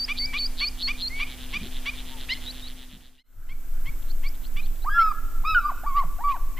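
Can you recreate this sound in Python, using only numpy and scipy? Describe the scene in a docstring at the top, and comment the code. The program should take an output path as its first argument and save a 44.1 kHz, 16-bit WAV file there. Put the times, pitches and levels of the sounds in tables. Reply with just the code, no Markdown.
"""Dusk by a savanna river, over a low rumble of air, soft bumps, a small motor's hum and a hiss.
First small birds chatter: sharp yaps, chirps that grow out of clicks, and thin, far-off whistles.
Dry trills of clicks join in after a second. Everything fades to silence just after three seconds,
then returns with softer chatter. Near five seconds a fish eagle starts to yelp, four times in all:
its voice scoops up, cracks into a held note and drops, and the bush echoes it."""
import sys
import numpy as np
from scipy import signal
from scipy.fft import rfft, irfft, next_fast_len
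from scipy.io import wavfile

SR = 44100
rng = np.random.default_rng(int(sys.argv[2]) if len(sys.argv) > 2 else 0)


def unload_audio(sound):
    """Save the sound as a 16-bit wav file, at the path given as the first command line argument."""
    columns = np.transpose(np.atleast_2d(sound))
    # keep every value between -1 and 1, then stretch to whole-number steps
    steps = np.round(np.clip(columns, -1, 1) * 32767)
    wavfile.write(sys.argv[1], SR, steps.astype(np.int16))


N = 290619
T = np.arange(N) / SR
SILENCE_S = 3.235   # the moment between fading out and fading in


def from_db(db):
    """Turn decibels into a number to multiply a sound by."""
    return 10 ** (np.asarray(db) / 20)


def unit_power(x):
    """Scale a sound so that its average power is 1."""
    return x / np.sqrt(np.mean(x ** 2) + 1e-20)


def along(rows, t):
    """Join a table's rows with straight lines and read them where the first column equals t."""
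    points, *columns = np.transpose(rows)
    return [np.interp(t, np.sort(points), column) for column in columns]


def waver(size, rate):
    """A random wobble, about 1 in size, that heads for a new value `rate` times a second."""
    knots = np.arange(size) * rate / SR
    return np.interp(knots, np.arange(size), rng.standard_normal(size))


def phase_of(hz):
    """The angle a vibration has turned through as it follows a changing pitch."""
    return 2 * np.pi * np.cumsum(hz) / SR


def band(x, low_hz, high_hz):
    """Keep what lies between two frequencies and soften the rest."""
    return signal.sosfilt(signal.butter(2, [low_hz, high_hz], "band", fs=SR, output="sos"), x)


def add(out, start_s, sound):
    """Mix a sound in at its start time."""
    i = round(start_s * SR)
    lo, hi = max(i, 0), min(i + len(sound), N)
    if hi > lo:
        out[lo:hi] += sound[lo - i:hi - i]


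def placed(x, left_db):
    """Set a sound to one side; below zero means to the right."""
    return x * from_db([[left_db / 2], [-left_db / 2]])


def stereo_noise(spectrum):
    """Steady noise, alike in both ears in the bass and mostly different in the high treble."""
    # how alike the two ears are: (frequency [Hz], likeness [0-1])
    likeness = [(30, 0.94), (300, 0.96), (1000, 0.52), (3000, 0.95), (5000, 0.21), (8000, .15), (15000, .1)]
    size = next_fast_len(N)
    log_hz = np.log(np.maximum(np.arange(size // 2 + 1) * SR / size, 1))
    hz, db = np.transpose(spectrum)
    outside = np.abs(log_hz - np.clip(log_hz, np.log(hz[0]), np.log(hz[-1])))
    gain = from_db(np.interp(log_hz, np.log(hz), db) - 40 * outside) * np.sqrt(SR / 2)
    alike_hz, alike = np.transpose(likeness)
    alike = np.interp(log_hz, np.log(alike_hz), alike)
    width = np.sqrt((1 - alike) / (1 + alike))
    mid, side = rfft(rng.standard_normal((2, size))) * gain
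    return irfft(mid + width * side * [[1], [-1]], size)[:, :N]


def background():
    """Air rumbles, a hiss runs on and a motor hums at a slightly uneven speed."""
    # Each table holds one list for before the silence and one for after it.
    # rumble of the air: (frequency [Hz], relative level [dB])
    rumbles = [
        [(15, 11), (29, -2.5), (59, -12), (100, -19.5), (150, -27.5), (230, -27.5), (330, -29), (470, -36.5),
         (700, -63)],
        [(15, 8), (32, -10.5), (52, -25), (70, -32), (130, -40), (180, -46), (330, -43), (470, -54), (700, -54)],
    ]
    # hiss: (frequency [Hz], level in a band 1 Hz wide [dB])
    hisses = [
        [(400, -92), (700, -84.5), (1200, -88.5), (2500, -87), (4500, -90.5), (6000, -92), (10000, -92.5),
         (15000, -93.5)],
        [(400, -98), (700, -89), (1400, -93), (2500, -95), (4500, -100.5), (6500, -97), (8400, -93.5),
         (9100, -102), (10300, -102), (11200, -91.5), (13500, -89), (15000, -91)],
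    ]
    # tones of the motor: (pitch [Hz], level [dB])
    hums = [
        [(252, -47.5), (504, -65)],
        [(253.5, -56), (507, -67)],
    ]
    parts, rumble_levels_db = [T < SILENCE_S, T >= SILENCE_S], [-32.5, -23.5]
    out = 0
    for part, rumble, rumble_db, hiss, hum in zip(parts, rumbles, rumble_levels_db, hisses, hums):
        speed = 1 + .0036 * waver(N, 12)
        motor = sum(from_db(db + 1.4 * waver(N, 13)) * np.sin(phase_of(hz * speed)) for hz, db in hum)
        air = from_db(rumble_db) * unit_power(stereo_noise(rumble))
        out = out + part * (air + stereo_noise(hiss) + motor)
    return out


def bumps(swell_s=.024):
    """Short, muffled swells of low noise."""
    # soft bumps: (time [s], pitch [Hz], level [dB])
    swells = [(1.568, 228, -43), (1.631, 205, -38), (1.634, 75, -42), (1.662, 366, -47.5),
              (2.952, 178, -38), (3.387, 70, -32.5), (3.52, 126, -43), (3.889, 122, -43.5),
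              (4.56, 125, -47), (4.655, 139, -49), (5.525, 64.4, -35.5), (6.055, 123, -40)]
    out, t = np.zeros(N), np.arange(-2 * swell_s, 2 * swell_s, 1 / SR)
    for s, hz, db in swells:
        noise = band(rng.standard_normal(SR // 2), hz * .72, hz * 1.2)[-len(t):]
        add(out, s + t[0], from_db(db) * unit_power(noise) * np.exp(-(t / swell_s) ** 2))
    return out


def bush(x, echo_s, echo_db, tail_db, decay_s, onset_s):
    """The nearest trees send back one echo; farther ones scatter the sound into a dying tail."""
    t = np.arange(2 * SR) / SR
    scatter = band(rng.standard_normal(len(t)), 600, 4900) * from_db(-60 * t / decay_s)
    scatter *= 1 - np.exp(-(t / onset_s) ** 2)
    response = from_db(tail_db) * scatter / np.sqrt(np.sum(scatter ** 2))
    response[round(echo_s * SR)] += from_db(echo_db)
    return x + signal.fftconvolve(x, response)[:N]


def bush_ring(start_db=-56.5, loss_db_per_s=9):
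    """Narrow, dying noise: the bush rings faintly at the eagle's pitch as the sound fades in."""
    level_db = start_db - loss_db_per_s * (T - SILENCE_S) + 3 * waver(N, 14)
    ring = unit_power(band(rng.standard_normal(N), 1250, 1620))
    return (T >= SILENCE_S) * from_db(level_db) * ring


def whistles(octave_db=-18, jitter=.001):
    """Far-off birds whistle notes that rise and fall, with a faint tone an octave above."""
    # whistles: (time [s], length [s], pitch [Hz], level [dB], glide [octaves])
    notes = [(.193, 0.15, 2325, -37.5, 0.014), (1.098, 0.16, 2290, -34, -0.027),
             (2.089, .11, 924, -51, -0.27)]
    # shape of one whistle: (share of its length [0-1], pitch [ratio], level [dB])
    shape = [(0, .87, -6.5), (.27, 0.96, 0), (.58, 1, 1), (.87, .988, 0), (1, .94, -12.5)]
    out = np.zeros(N)
    for s, length, hz, db, glide in notes:
        share = np.linspace(0, 1, int(length * SR))
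        ratio, shape_db = along(shape, share)
        pitch = hz * ratio * 2 ** (glide * (share - .5))
        phase = phase_of(pitch * (1 + jitter * waver(len(share), 300)))
        tone = np.sin(phase) + from_db(octave_db) * np.sin(2 * phase)
        add(out, s, tone * from_db(db + shape_db) * signal.windows.tukey(len(share), .1))
    return out


def click(top_hz, bottom_hz, length_s):
    """A bird's voice box opens once and lets out a tiny, steeply falling whistle."""
    size = max(int(length_s * SR), 8)
    pitch = np.linspace(top_hz, bottom_hz, size) * rng.normal(1, .044)
    return np.sin(phase_of(pitch)) * np.hanning(size)


def trills(first_s=1.156, period_s=.1085, slowing_s=.00045, count=18, gain_db=-2):
    """Dry runs of clicks that slow down as they swell and hurry as they die."""
    # stray trills after the long series: (time [s], length [s], relative level [dB])
    strays = [(4.023, 0.011, -41.5), (4.335, .031, -43.5), (4.433, 0.025, -37), (4.655, .018, -37),
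              (4.747, .023, -46)]
    series = [(first_s + k * (period_s + k * slowing_s), .088, -30.5) for k in range(count)]
    out = np.zeros(N)
    for start, length, db in series + strays:
        s = 0
        while s < length:
            swell = np.sin(np.pi * (s / length) ** 1.4)
            high = click(top_hz=4300 + 450 * swell, bottom_hz=2250, length_s=.0028)
            gain = from_db(db + gain_db + 8 * (swell - 1) + rng.normal(0, 1.6))
            low = from_db(-10) * click(top_hz=2750, bottom_hz=1160, length_s=.00248)
            add(out, start + s, gain * high)
            add(out, start + s, gain * low)
            s += .005 + .003 * swell
    return out


def chirps(edge_s=.00097, click_count=9, gap_s=.0042, widening_s=.0002):
    """Clicks swell, crowd together and melt into a clear whistle that flicks up at its end."""
    # chirps: (time [s], length [s], pitch [Hz], level [dB])
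    notes = [(-.025, 0.079, 4600, -25), (0.187, 0.076, 4547, -25), (0.389, 0.081, 4484, -25),
             (0.603, 0.086, 4416, -25), (0.826, .062, 4355, -25), (1.022, 0.065, 4200, -26),
             (1.751, .028, 3600, -43.5), (1.976, 0.032, 3690, -41.5), (2.322, 0.019, 4300, -30.5),
             (2.466, .05, 3920, -33.5), (2.623, .065, 3880, -38), (4.1, 0.02, 4300, -43),
             (4.263, 0.031, 4650, -42), (4.441, 0.033, 4220, -49), (4.625, .04, 4150, -49.5),
             (4.82, 0.027, 4040, -49)]
    # shape of one chirp: (share of its length [0-1], pitch [ratio])
    shape = [(0, .985), (.13, 1.018), (.55, 0.9906), (.75, 1.003), (.9, 1.066), (1, 1.146)]
    out = np.zeros(N)
    for s, length, hz, db in notes:
        # soft chirps slide up more, have weaker clicks and hold their pitch less steadily
        rise_octaves = np.interp(db, [-32, -27], [.21, .012])
        clicks_db = np.interp(db, [-32, -27], [-6, 1])
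        jitter = np.interp(db, [-45, -25], [.026, .007])
        growth_db = np.interp(hz, [4350, 4600], [.24, 1.4])   # clicks swell faster before high notes
        for k in range(click_count):   # counted backwards from the note
            lead = click(top_hz=5300 - 100 * k, bottom_hz=2600, length_s=.0028 + .003 / (1 + k))
            ahead_s = (k + 1) * (gap_s + k * widening_s)
            add(out, s - ahead_s, lead * from_db(db + clicks_db - growth_db * k * k))
        t = np.arange(0, length, 1 / SR)
        ratio, = along(shape, t / length)
        slide = 2 ** (rise_octaves * (t / length - .5))
        pitch = hz * ratio * slide * (1 + jitter * waver(len(t), 900))
        edges = np.clip(np.minimum(t, (length - t) / 3) / edge_s, 0, 1)
        add(out, s, np.sin(phase_of(pitch)) * edges * from_db(db + .37 * waver(len(t), 180)))
    return out


def yaps(jitter=.036, rasp_db=-11, between_db=-7.5):
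    """Each yap starts hoarse and rises in pitch; most clear into a clean tone."""
    # yaps: (time [s], pitch [Hz], level [dB], brightness [dB], lasting hoarseness [0-1])
    calls = [(.084, 1171, -21, -0.5, 0), (.334, 1175, -21, -2, 0.2), (.607, 1170, -21, -0.5, 0),
             (.877, 1172, -22, 0, 0.2), (1.195, 1175, -22, -.5, 0.2), (1.533, 1177, -22.5, 0.5, 0.2),
             (1.858, 1160, -22, 1, 0.2), (2.294, 1022, -24.5, 11, .05), (3.182, 1020, -35.5, 15, 0),
             (3.488, 1106, -35, -0.5, 0), (3.855, 1093, -34.5, -1, 0), (4.233, 1118, -34, -1.5, 0),
             (4.564, 1187, -31.5, -0.5, 0.2), (4.988, 1082, -34, 6.5, 0.4), (5.962, 1020, -38, 6, 0.88),
             (6.284, 1198, -36, -3, 0.85), (6.568, 1090, -34, -5, 0.18)]
    # shape of one yap: (time [s], pitch [ratio], level [dB], roughness [0-1])
    shape = [(-.008, .6, -28, 1), (.001, .87, -12, 1), (.007, .94, -4, .7), (.018, .98, -1, .35),
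             (.03, 1.015, -1, .15), (.038, 1.035, 1, .05), (.043, 1.055, -4, .05), (.048, 1.05, -28, .05)]
    # tones in a yap: (pitch [multiple], level [dB], change from middle to end [dB], brightness [weight])
    tones = [(1, -18, -6, -0.93), (2, -3.5, 2, 0.12), (3, -14, -14, 0.97), (4, -22, -1.5, 1.55),
             (5, -28, -6.5, 1.26), (6, -45, -0.5, 1.5)]
    out, t = np.zeros(N), np.arange(shape[0][0], shape[-1][0], 1 / SR)
    ratio, shape_db, onset_rough = along(shape, t)
    late = np.linspace(-1, 1, len(t))
    for s, hz, db, bright_db, hoarse in calls:
        rough = np.maximum(onset_rough, hoarse)
        phase = phase_of(hz * ratio * (1 + jitter * rough * waver(len(t), 1200)))
        voice = sum(from_db(level_db + change_db * late + weight * bright_db) * np.sin(round(k) * phase)
                    for k, level_db, change_db, weight in tones)
        # in high yaps strong and weak vibrations take turns, which adds an in-between tone
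        strain = np.clip((hz - 1050) / 130, 0, 1)
        voice += from_db(between_db) * strain * np.sqrt(onset_rough) * np.sin(2.5 * phase)
        breath = unit_power(band(rng.standard_normal(len(t)), 1400, 3700))
        voice += from_db(rasp_db) * rough * breath
        add(out, s + t[0], voice * from_db(db + shape_db + waver(len(t), 250)))
    return out


def eagle_voice(hz, db, bright_db, jitter=.006, shimmer_db=.9):
    """A nearly pure note with overtones (higher tones above it) that the eagle's throat colours."""
    # overtones: (pitch [multiple], level [dB], how closely it follows the brightness [0-1])
    overtones = [(2, -1.5, 0.96), (3, -12, 1), (4, -22.5, 0.43), (5, -25, 0.85)]
    # how the throat lifts or dulls the overtones: (frequency [Hz], gain [dB])
    throat = [(1300, 12), (1900, 6.5), (2550, -1.5), (3100, -2), (3600, -3.5), (3950, 5), (4350, -14),
              (4700, 1.5), (5400, 3.5), (5700, -22), (7000, -21)]
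    size = len(hz)
    overtones_db = np.minimum(bright_db - db, 0)
    creak = np.interp(hz, [800, 1080], [6, 1])   # the voice creaks on its lowest notes
    phase = phase_of(hz * (1 + jitter * creak * waver(size, 497)))
    voice = np.sin(phase)
    for k, level_db, follows in overtones:
        flutter_db = 2.2 * waver(size, 70)
        throat_db, = along(throat, k * hz)
        gain = from_db(level_db + follows * overtones_db + throat_db + flutter_db)
        voice += gain * np.sin(round(k) * phase)
    tremble_db = shimmer_db * creak * waver(size, 200)
    return voice * from_db(db + tremble_db) * signal.windows.tukey(size, .05)


def eagle_yelps(slack_hz=601, slack_db=-45, slack_bright_db=-58, flare_s=.035, dip_db=-6):
    """The slack voice scoops up, cracks into a held note and drops back to slack."""
    # yelps: (time [s], scoop length [s], scoop top [Hz], scoop level [dB], brightness [dB],
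    #         extra brightness at the crack [dB], drop length [s])
    calls = [(4.841, .056, 1240, -19.5, -47.5, -3, 0.011), (5.434, .022, 1175, -27, -57, 30, 0.025),
             (5.833, .03, 938, -33, -53, 3, 0.0245), (6.182, .058, 972, -30.5, -56, 11, .034)]
    # held note, one list for each yelp: (time [s], pitch [Hz], level [dB])
    held_notes = [
        [(4.943, 1351, -28.5), (4.983, 1392, -14.5), (4.995, 1360, -10.5), (5.053, 1287, -19.5),
         (5.085, 1275, -18), (5.095, 1241, -30), (5.12, 1195, -21)],
        [(5.547, 1520, -16), (5.569, 1438, -13), (5.591, 1360, -16.5), (5.607, 1227, -39), (5.629, 1163, -37),
         (5.659, 1175, -17.5), (5.683, 1236, -28.5), (5.7, 1100, -20.5)],
        [(5.863, 1130, -26), (5.883, 1171, -24), (5.921, 1073, -32.5), (5.941, 1089, -30), (5.963, 1167, -18),
         (5.985, 1151, -15), (6.02, 1040, -25.5)],
        [(6.239, 1135, -25), (6.247, 1155, -19.5), (6.287, 1150, -17.5), (6.311, 1119, -19.5),
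         (6.337, 1027, -27), (6.345, 1000, -27.5)],
    ]
    out = np.zeros(N)
    for (s, length, top_hz, top_db, bright_db, flare_db, drop_s), held in zip(calls, held_notes):
        share = np.linspace(0, 1, int(length * SR))
        scoop_hz = slack_hz + (top_hz - slack_hz) * (1 - (1 - share) ** 2.31)
        scoop_db = slack_db + (top_db - slack_db) * np.sin(share * np.pi / 2)
        scoop = eagle_voice(scoop_hz, scoop_db, slack_bright_db)
        add(out, s, scoop * signal.windows.tukey(len(share), .25))

        start, end = held[0][0], held[-1][0]
        t = np.arange(start - .002, end + drop_s, 1 / SR)
        hz, db = along(held, t)
        drop = np.clip((t - end) / drop_s, 0, 1)
        hz += (slack_hz - hz) * drop
        db += (slack_db - db) * drop + dip_db * np.sin(np.pi * drop)
        shine_db = bright_db + flare_db * np.exp((t[0] - t) / flare_s)
        shine_db += (slack_bright_db - bright_db) * np.sqrt(drop)
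        flicker_db = 1.5 * waver(len(t), 300)
        add(out, t[0], eagle_voice(hz, db, shine_db + flicker_db))
    return out


def eagle_pressed_notes(sag_share=.0957, sag_db=10.5):
    """In the first two yelps the other side of the voice box presses out a note that rises and falls."""
    # notes: (time [s], length [s], top pitch [Hz], time to the top [s], level [dB], brightness [dB])
    notes = [(4.893, 0.091, 1688, 0.065, -24, -43.5), (5.449, .102, 1300, .054, -21, -27)]
    out = np.zeros(N)
    for s, length, top_hz, top_s, db, bright_db in notes:
        sag = (np.arange(0, length, 1 / SR) / top_s - 1) ** 2   # 1 at the start, 0 at the top
        pitch = top_hz * (1 - sag_share * sag)
        add(out, s, eagle_voice(pitch, db - sag_db * sag, bright_db - sag_db * sag))
    return out


def scene(fade_out_s=.76, fade_in_s=.64):
    """All the birds in the open bush, over the background; everything fades out and in once."""
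    yelps = eagle_yelps() + eagle_pressed_notes()
    eagle = bush(yelps, echo_s=.029, echo_db=-18, tail_db=-24, decay_s=1.2, onset_s=.014)
    chatter = bush(whistles(), echo_s=.043, echo_db=-31, tail_db=-19.5, decay_s=.53, onset_s=.03)
    chatter += bush(yaps(), echo_s=.046, echo_db=-18.5, tail_db=-28, decay_s=.45, onset_s=.03)
    chatter += bush(chirps(), echo_s=.034, echo_db=-26, tail_db=-31.5, decay_s=.48, onset_s=.03)
    chatter += bush(trills(), echo_s=.012, echo_db=-28, tail_db=-21, decay_s=.6, onset_s=.01)
    mix = placed(eagle + bush_ring(), left_db=-.4) + placed(chatter + bumps() + background(), left_db=-.5)
    fade = np.maximum((SILENCE_S - T) / fade_out_s, (T - SILENCE_S) / fade_in_s)
    return np.clip(fade, 0, 1) * mix


def record(dry, cutoff_hz=15150):
    """A steep filter takes away the very highest treble."""
    return signal.sosfiltfilt(signal.ellip(10, .05, 70, cutoff_hz, fs=SR, output="sos"), dry)


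dry = scene()
out = record(dry)
unload_audio(out)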